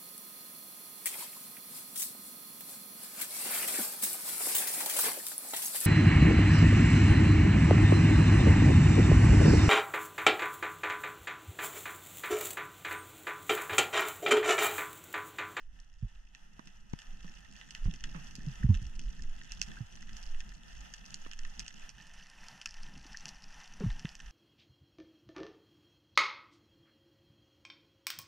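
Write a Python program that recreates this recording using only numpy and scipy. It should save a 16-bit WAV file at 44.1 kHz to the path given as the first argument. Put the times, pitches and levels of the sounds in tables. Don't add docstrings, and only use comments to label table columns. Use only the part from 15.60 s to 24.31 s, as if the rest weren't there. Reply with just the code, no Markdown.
import sys
import numpy as np
from scipy import signal
from scipy.io import wavfile

SR = 44100
rng = np.random.default_rng(int(sys.argv[2]) if len(sys.argv) > 2 else 0)


def wrap_up_sound(samples):
    columns = np.atleast_2d(samples).T
    tamed = np.clip(columns, -1, 1)
    steps = np.round(tamed * 32767).astype(np.int16)
    wavfile.write(sys.argv[1], SR, steps)


N = 384111


def from_db(db):
    return 10 ** (np.asarray(db) / 20)


def rms_one(x):
    return x / np.sqrt(np.mean(x ** 2) + 1e-20)


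def curve(rows):
    return np.interp(np.arange(N) / SR, *np.transpose(rows))


def band(x, low_hz, high_hz):
    return signal.sosfilt(signal.butter(2, [low_hz, high_hz], "band", fs=SR, output="sos"), x)


def drift(rate_hz):
    return np.interp(np.arange(N) / SR * rate_hz, np.arange(400), rng.standard_normal(400))


def surge():
    # (time [s], level [dB])
    strength = [(0.0, -54.5), (0.77, -66.5), (2.0, -61.5), (2.4, -49), (3.1, -45), (3.69, -48.5),
                (4.61, -55.5), (6.35, -63.5), (7.0, -79.5), (7.3, -64.5), (8.05, -76.5), (8.37, -55.5),
                (8.71, -62)]
    # (low [Hz], high [Hz], left-right likeness [0-1], base [dB], swing share [0-1])
    bands = [(9.15, 15.17, 1, -51, 0.43), (24.9, 46, 0.83, -53, 0.72), (119.6, 214.5, 0, -64, 0.43)]
    mean_db, wash_start_db, wash_in_s = -55, -14, 1.32
    swing_db, layers = curve(strength) - mean_db, []
    for low_hz, high_hz, alike, base_db, share in bands:
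        noise = band(rng.standard_normal((2, N + SR)), low_hz, high_hz)
        middle, side = rms_one(band(noise, 0.85 * low_hz, 3.56 * high_hz)[:, SR:])
        width = np.sqrt((1 - alike) / (1 + alike))
        lumps = from_db(base_db + share * swing_db + 4.84 * drift(20.5))
        layers.append(lumps * (middle + width * side * [[1], [-1]]))
    rocking, rumble, wash = layers
    fade_in = from_db(wash_start_db * np.clip(1 - np.arange(N) / SR / wash_in_s, 0, 1))
    return rocking + rumble + wash * fade_in


def far_snaps(level):
    snaps_per_s = 750 * from_db(4.5 * drift(12))
    at = np.flatnonzero(rng.random(N) < snaps_per_s / SR)[:, None]
    sizes = from_db(5.63 * np.minimum(rng.exponential(1, at.shape), 3.4) - 14.5) * level[at]
    lag = rng.exponential(.0024 * SR, (len(at), 5)).astype(int)
    paths = sizes * rng.standard_normal(lag.shape)
    bright_db = np.clip(rng.normal(2.28, 4.1, at.shape), -5.0, 11.0)
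    return np.minimum(at + lag, N - 1).ravel(), paths.ravel(), np.repeat(bright_db, 5)


def near_snaps():
    # (time [s], strength [dB], brightness [dB])
    snaps = [(0.201, -58.5, 18), (0.7495, -42, -3.5), (1.073, -40, 1.5), (1.3332, -48, 9), (1.39, -40.5, 4),
             (1.4186, -42.5, 1.5), (1.965, -48.5, 9.5), (2.0023, -51, 4), (2.013, -40.5, -5.5),
             (2.108, -39, 9.5), (2.15, -32, 0), (2.2633, -56, 11), (2.339, -39, 2), (2.4398, -29.5, -0.5),
             (2.71, -49.5, 14), (2.7542, -39.5, 17), (3.1436, -38, -5), (3.1504, -37.5, 2.5),
             (3.267, -55, 21), (3.3939, -38, 4.5), (3.622, -45, 8), (3.9204, -32, 5.5), (4.0161, -24.5, 9),
             (4.0252, -35.5, 11), (4.493, -41.5, -2), (4.568, -40, 12.5), (4.6288, -55, 20.5),
             (4.805, -35, 1), (4.892, -55, 21), (5.339, -35, 4.5), (5.4616, -54.5, 26),
             (5.5433, -39.5, 17.5), (5.714, -36.5, -0.5), (5.734, -39, 4.5), (5.791, -37.5, 4),
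             (5.85, -37.5, -3), (5.9945, -37, 19.5), (6.0031, -38.5, 4), (6.064, -39.5, 1),
             (6.081, -35.5, 4.5), (6.2925, -39.5, 11), (6.8846, -42.5, 11), (7.015, -36, 2.5),
             (7.0586, -28, 4.5), (7.109, -56, 22), (7.142, -44, 6), (7.233, -45.5, 9), (7.47, -55, 9),
             (7.5315, -48.5, 11), (7.572, -45.5, 15.5), (7.656, -35, 8), (7.683, -50, 21),
             (7.69, -45, 17.5), (8.3035, -44, -10), (8.3951, -41, 4.5), (8.4539, -35.5, -5.5),
             (8.4912, -43, -1), (8.553, -41.5, 11), (8.6018, -41, -4)]
    time_s, strength_db, bright_db = np.transpose(snaps)[:, :, None]
    lag_s = 0.034 * rng.random((len(time_s), 40)) ** 1.8 - .0008
    echo = from_db(-14.5 - 60 * lag_s / 0.1) * rng.standard_normal(lag_s.shape)
    lag_s[:, 0], echo[:, 0] = 0, 1
    at = np.minimum(np.round((time_s + lag_s) * SR).astype(int), N - 1)
    return at.ravel(), (from_db(strength_db) * echo).ravel(), np.repeat(bright_db, 40)


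def ring(x, hz, fade_s, phase):
    decay, step = from_db(-60 / (fade_s * SR)), 2 * np.pi * hz / SR
    feedback = [1, -2 * decay * np.cos(step), decay * decay]
    return signal.lfilter([np.sin(phase), decay * np.sin(step - phase)], feedback, x + 1e-18)


def housing(at, sizes, bright_db, spread_db, blur):
    # (pitch [Hz], time to fade 60 dB [s], level [dB],
    # lean to the left [dB], left head start [radians], left-right likeness [0-1])
    tones = [(838, 0.0093, 1, -3.5, 3, 0.68), (1280, 0.021, -11, 2.5, 4.5, 0.01),
             (1632, 0.066, -20, -8.5, 1.5, 0.1), (1807, 0.022, -8, -9, 0.53, 0.5),
             (1985, 0.032, -15.5, -2.5, 3, 0.2), (2690, 0.0073, -6, -9.5, 0.08, 1),
             (2968, 0.0064, -3, -6.5, -0.35, 0.34), (3336, 0.0093, -11.5, 3, -0.9, 0.58),
             (4430, 0.0055, -10.5, -4.5, -3, 0.47), (5285, 0.0036, -9, -12, -1.5, 0.5),
             (5995, 0.0079, -7, 1, 1.55, 0.9), (6700, 0.0046, -9, 10.5, 1, 0.35),
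             (7730, 0.0017, -1, 3.5, 2.18, 0.2), (9830, 0.0015, 3.5, -6, 0.78, 0)]
    rung = np.zeros((2, 2, N))
    shared, *apart = blur * rng.standard_normal((3, N))
    for hz, fade_s, level_db, pan_db, lead, alike in tones:
        tilt = np.clip(np.log2(hz / 3400), -1.1, .7)
        chance_db = spread_db * rng.standard_normal(N)[at // 300]
        struck = sizes * from_db(tilt * bright_db + chance_db)
        swell = from_db(0.45 * drift(2.485))
        left_gain = alike + np.sqrt(1 - alike ** 2) * rng.choice([-1, 1], len(at))
        for side, (lean, gain) in enumerate([(0.9, left_gain), (-1.008, 0.91)]):
            clicks = np.bincount(at, struck * gain * swell[at], N)
            hiss = swell * (np.sqrt(alike) * shared + np.sqrt(1 - alike) * apart[side])
            ringing = ring(np.array([clicks, hiss]), hz, fade_s, lean * lead / 2)
            rung[:, side] += from_db(level_db + lean * pan_db / 2) * ringing
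    snaps = band(band(rung[0], 1840.0, 9870.0), 820.0, 14100.0)
    walls = signal.butter(4, 6600.0, fs=SR, output="sos")
    bass_cut = signal.butter(2, 560.0, "high", fs=SR, output="sos")
    heard = signal.sosfilt(bass_cut, signal.sosfilt(walls, snaps + rung[1]))
    heard -= 0.62 * band(heard.mean(axis=0), 2010.0, 2654.0)
    tick_sizes = sizes * from_db(0.9 * bright_db)
    ticks = [np.bincount(at, tick_sizes * rng.choice([-1, 1], len(at)), N) for side in range(2)]
    leak = np.array(apart) + 0.19 * np.array(ticks)
    fizz = band(band(leak, 9600.0, 15000.0), 4900.0, 12260.0)
    return heard + from_db(3.0) * fizz


def shrimp():
    # (time [s], level [dB])
    colony = [(0.0, -78), (0.6, -72.5), (2.45, -60.5), (3.47, -65.5), (4.07, -62), (5.14, -64),
              (5.65, -63.5), (8.71, -64)]
    level = from_db(curve(colony))
    far, near = far_snaps(level), near_snaps()
    at, sizes, bright_db = [np.concatenate(pair) for pair in zip(far, near)]
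    spread_db = np.repeat([5.5, 2.5], [len(far[0]), len(near[0])])
    blur = level * from_db(-15.5 + 2.7 * drift(12))
    return housing(at, sizes, bright_db, spread_db, blur)


def bumps():
    # (time [s], strength [dB], pitch [Hz], length to fade 60 dB [cycles],
    # knock strength [dB], lean to the left [dB])
    hits = [(0.425, -23.5, 123, 11, -67, -4.5), (0.993, -37.5, 223, 6.5, -42, -7),
            (1.335, -25.5, 148, 3, -39, 19.5), (1.644, -35.5, 194.5, 14, -55, -8),
            (2.255, -21, 98.5, 8.5, -49, -7), (2.281, -24.5, 185, 14.5, -69, -7),
            (2.546, -33, 190, 32, -45.5, -4), (2.868, -22.5, 161, 19, -81, -2),
            (3.041, -12.5, 140.6, 12, -57, -3.5), (3.089, -8, 108.2, 17, -52.5, -4),
            (3.217, -28.5, 109, 7, -81, -5), (4.205, -26, 129, 11, -60, -6.5),
            (5.663, -40, 228, 5, -41.5, -9), (8.207, -25.5, 209, 14, -49.5, 6),
            (8.235, -23.5, 175, 19.5, -56, -6.5), (8.262, -13.5, 123, 8.5, -71, 3.5),
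            (8.448, -22.5, 161, 5.5, -50, -4)]
    rise_share, sag_per_s, thud_db, knock_rise_s = 0.029, 5.85, -19, 0.00024
    out, t = np.zeros((2, N + SR)), np.arange(SR // 3) / SR
    knock_noise = rms_one(band(rng.standard_normal(N + SR), 230.0, 1640.0))
    for time_s, strength_db, hz, cycles, knock_db, pan_db in hits:
        start, fade_s = round(time_s * SR), cycles / hz
        span = slice(start, start + len(t))
        swing = np.sin(2 * np.pi * hz * (1 - np.exp(-t * sag_per_s)) / sag_per_s)
        thud = rms_one(band(rng.standard_normal(2 * len(t)), 181.0, 220.0)[len(t):])
        rise = (1 - np.exp(-t / fade_s / rise_share)) ** 2
        body = (swing + from_db(thud_db) * thud) * from_db(strength_db) * rise
        knock = knock_noise[span] * from_db(knock_db) * (1 - np.exp(-t / knock_rise_s)) ** 2
        sides = from_db([[pan_db / 2], [-pan_db / 2]])
        out[:, span] += from_db(-60 * t / fade_s) * (sides * body + knock * [[-0.4], [1.4]])
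    return out[:, :N]


def lurches():
    # (middle time [s], strength [dB], pitch [Hz])
    shoves = [(0.448, -33, 45), (1.514, -36.5, 19), (2.254, -27, 19), (2.269, -24.5, 34), (3.055, -21, 51),
              (3.109, -36.5, 15.6), (3.171, -31, 32), (3.439, -39, 13), (3.479, -28.5, 36.4),
              (3.69, -28.5, 14.6), (4.751, -27.5, 12.7), (5.838, -31.5, 13.7), (7.214, -37, 14),
              (8.301, -29, 37), (8.333, -36.5, 18)]
    cycles = 2.97
    out, t = np.zeros(N), np.arange(N) / SR
    for middle_s, strength_db, hz in shoves:
        span = np.abs(t - middle_s) < cycles / hz / 2
        wave = np.cos(2 * np.pi * hz * (t[span] - middle_s))
        out[span] -= from_db(strength_db) * np.hanning(span.sum()) * wave
    return out


def plops_and_knocks():
    # (time [s], strength [dB], starting pitch [Hz])
    blips = [(2.783, -36.5, 186), (3.03, -41, 1810), (3.104, -51, 970), (4.117, -41, 1730),
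             (4.17, -41, 1570), (7.265, -44, 183), (7.364, -53, 254), (7.454, -48.5, 284),
             (7.512, -43.5, 192), (7.545, -40.5, 1785), (8.205, -38, 470), (8.22, -33.5, 403)]
    fade_s, rise_cycles, apart_hz = 0.048, 0.41, 2520
    out, t = np.zeros((2, N)), np.arange(SR // 10) / SR
    for time_s, strength_db, hz in blips:
        wobble, flutter = [np.interp(t * hz / 6.0, np.arange(40), points)
                           for points in rng.standard_normal((2, 40))]
        offset = hz / apart_hz * np.array([[1], [-1]])
        tone = np.sin(2 * np.pi * hz * t * (1 + 1.4 * t) + 1.1 * wobble + offset)
        rise = 1 - np.exp(-t * hz / rise_cycles)
        loudness = rise * from_db(strength_db + 5.2 * flutter - 60 * t / fade_s)
        start = round(time_s * SR)
        out[:, start:start + len(t)] += tone * loudness
    return out


def scene():
    return shrimp() + bumps() + (surge() + lurches() + plops_and_knocks()) * from_db([[-1.2], [1.2]])


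def record(dry):
    merge_at_s, merge_fade_s, return_at_s, return_fade_s = 6.196, 0.34, 8.4, 0.29
    apart_above_hz, cutoff_hz = 11700, 16100
    t = np.arange(N) / SR
    merged = 1 - np.exp(-np.maximum(t - merge_at_s, 0) / merge_fade_s)
    merged *= np.exp(-np.maximum(t - return_at_s, 0) / return_fade_s)
    left, right = dry
    to_right = signal.sosfiltfilt(signal.butter(4, apart_above_hz, fs=SR, output="sos"), right - left)
    mixed = np.array([left + merged * to_right, right])
    return signal.sosfilt(signal.cheby2(16, 50, cutoff_hz, fs=SR, output="sos"), mixed)


dry = scene()
out = record(dry)
wrap_up_sound(out)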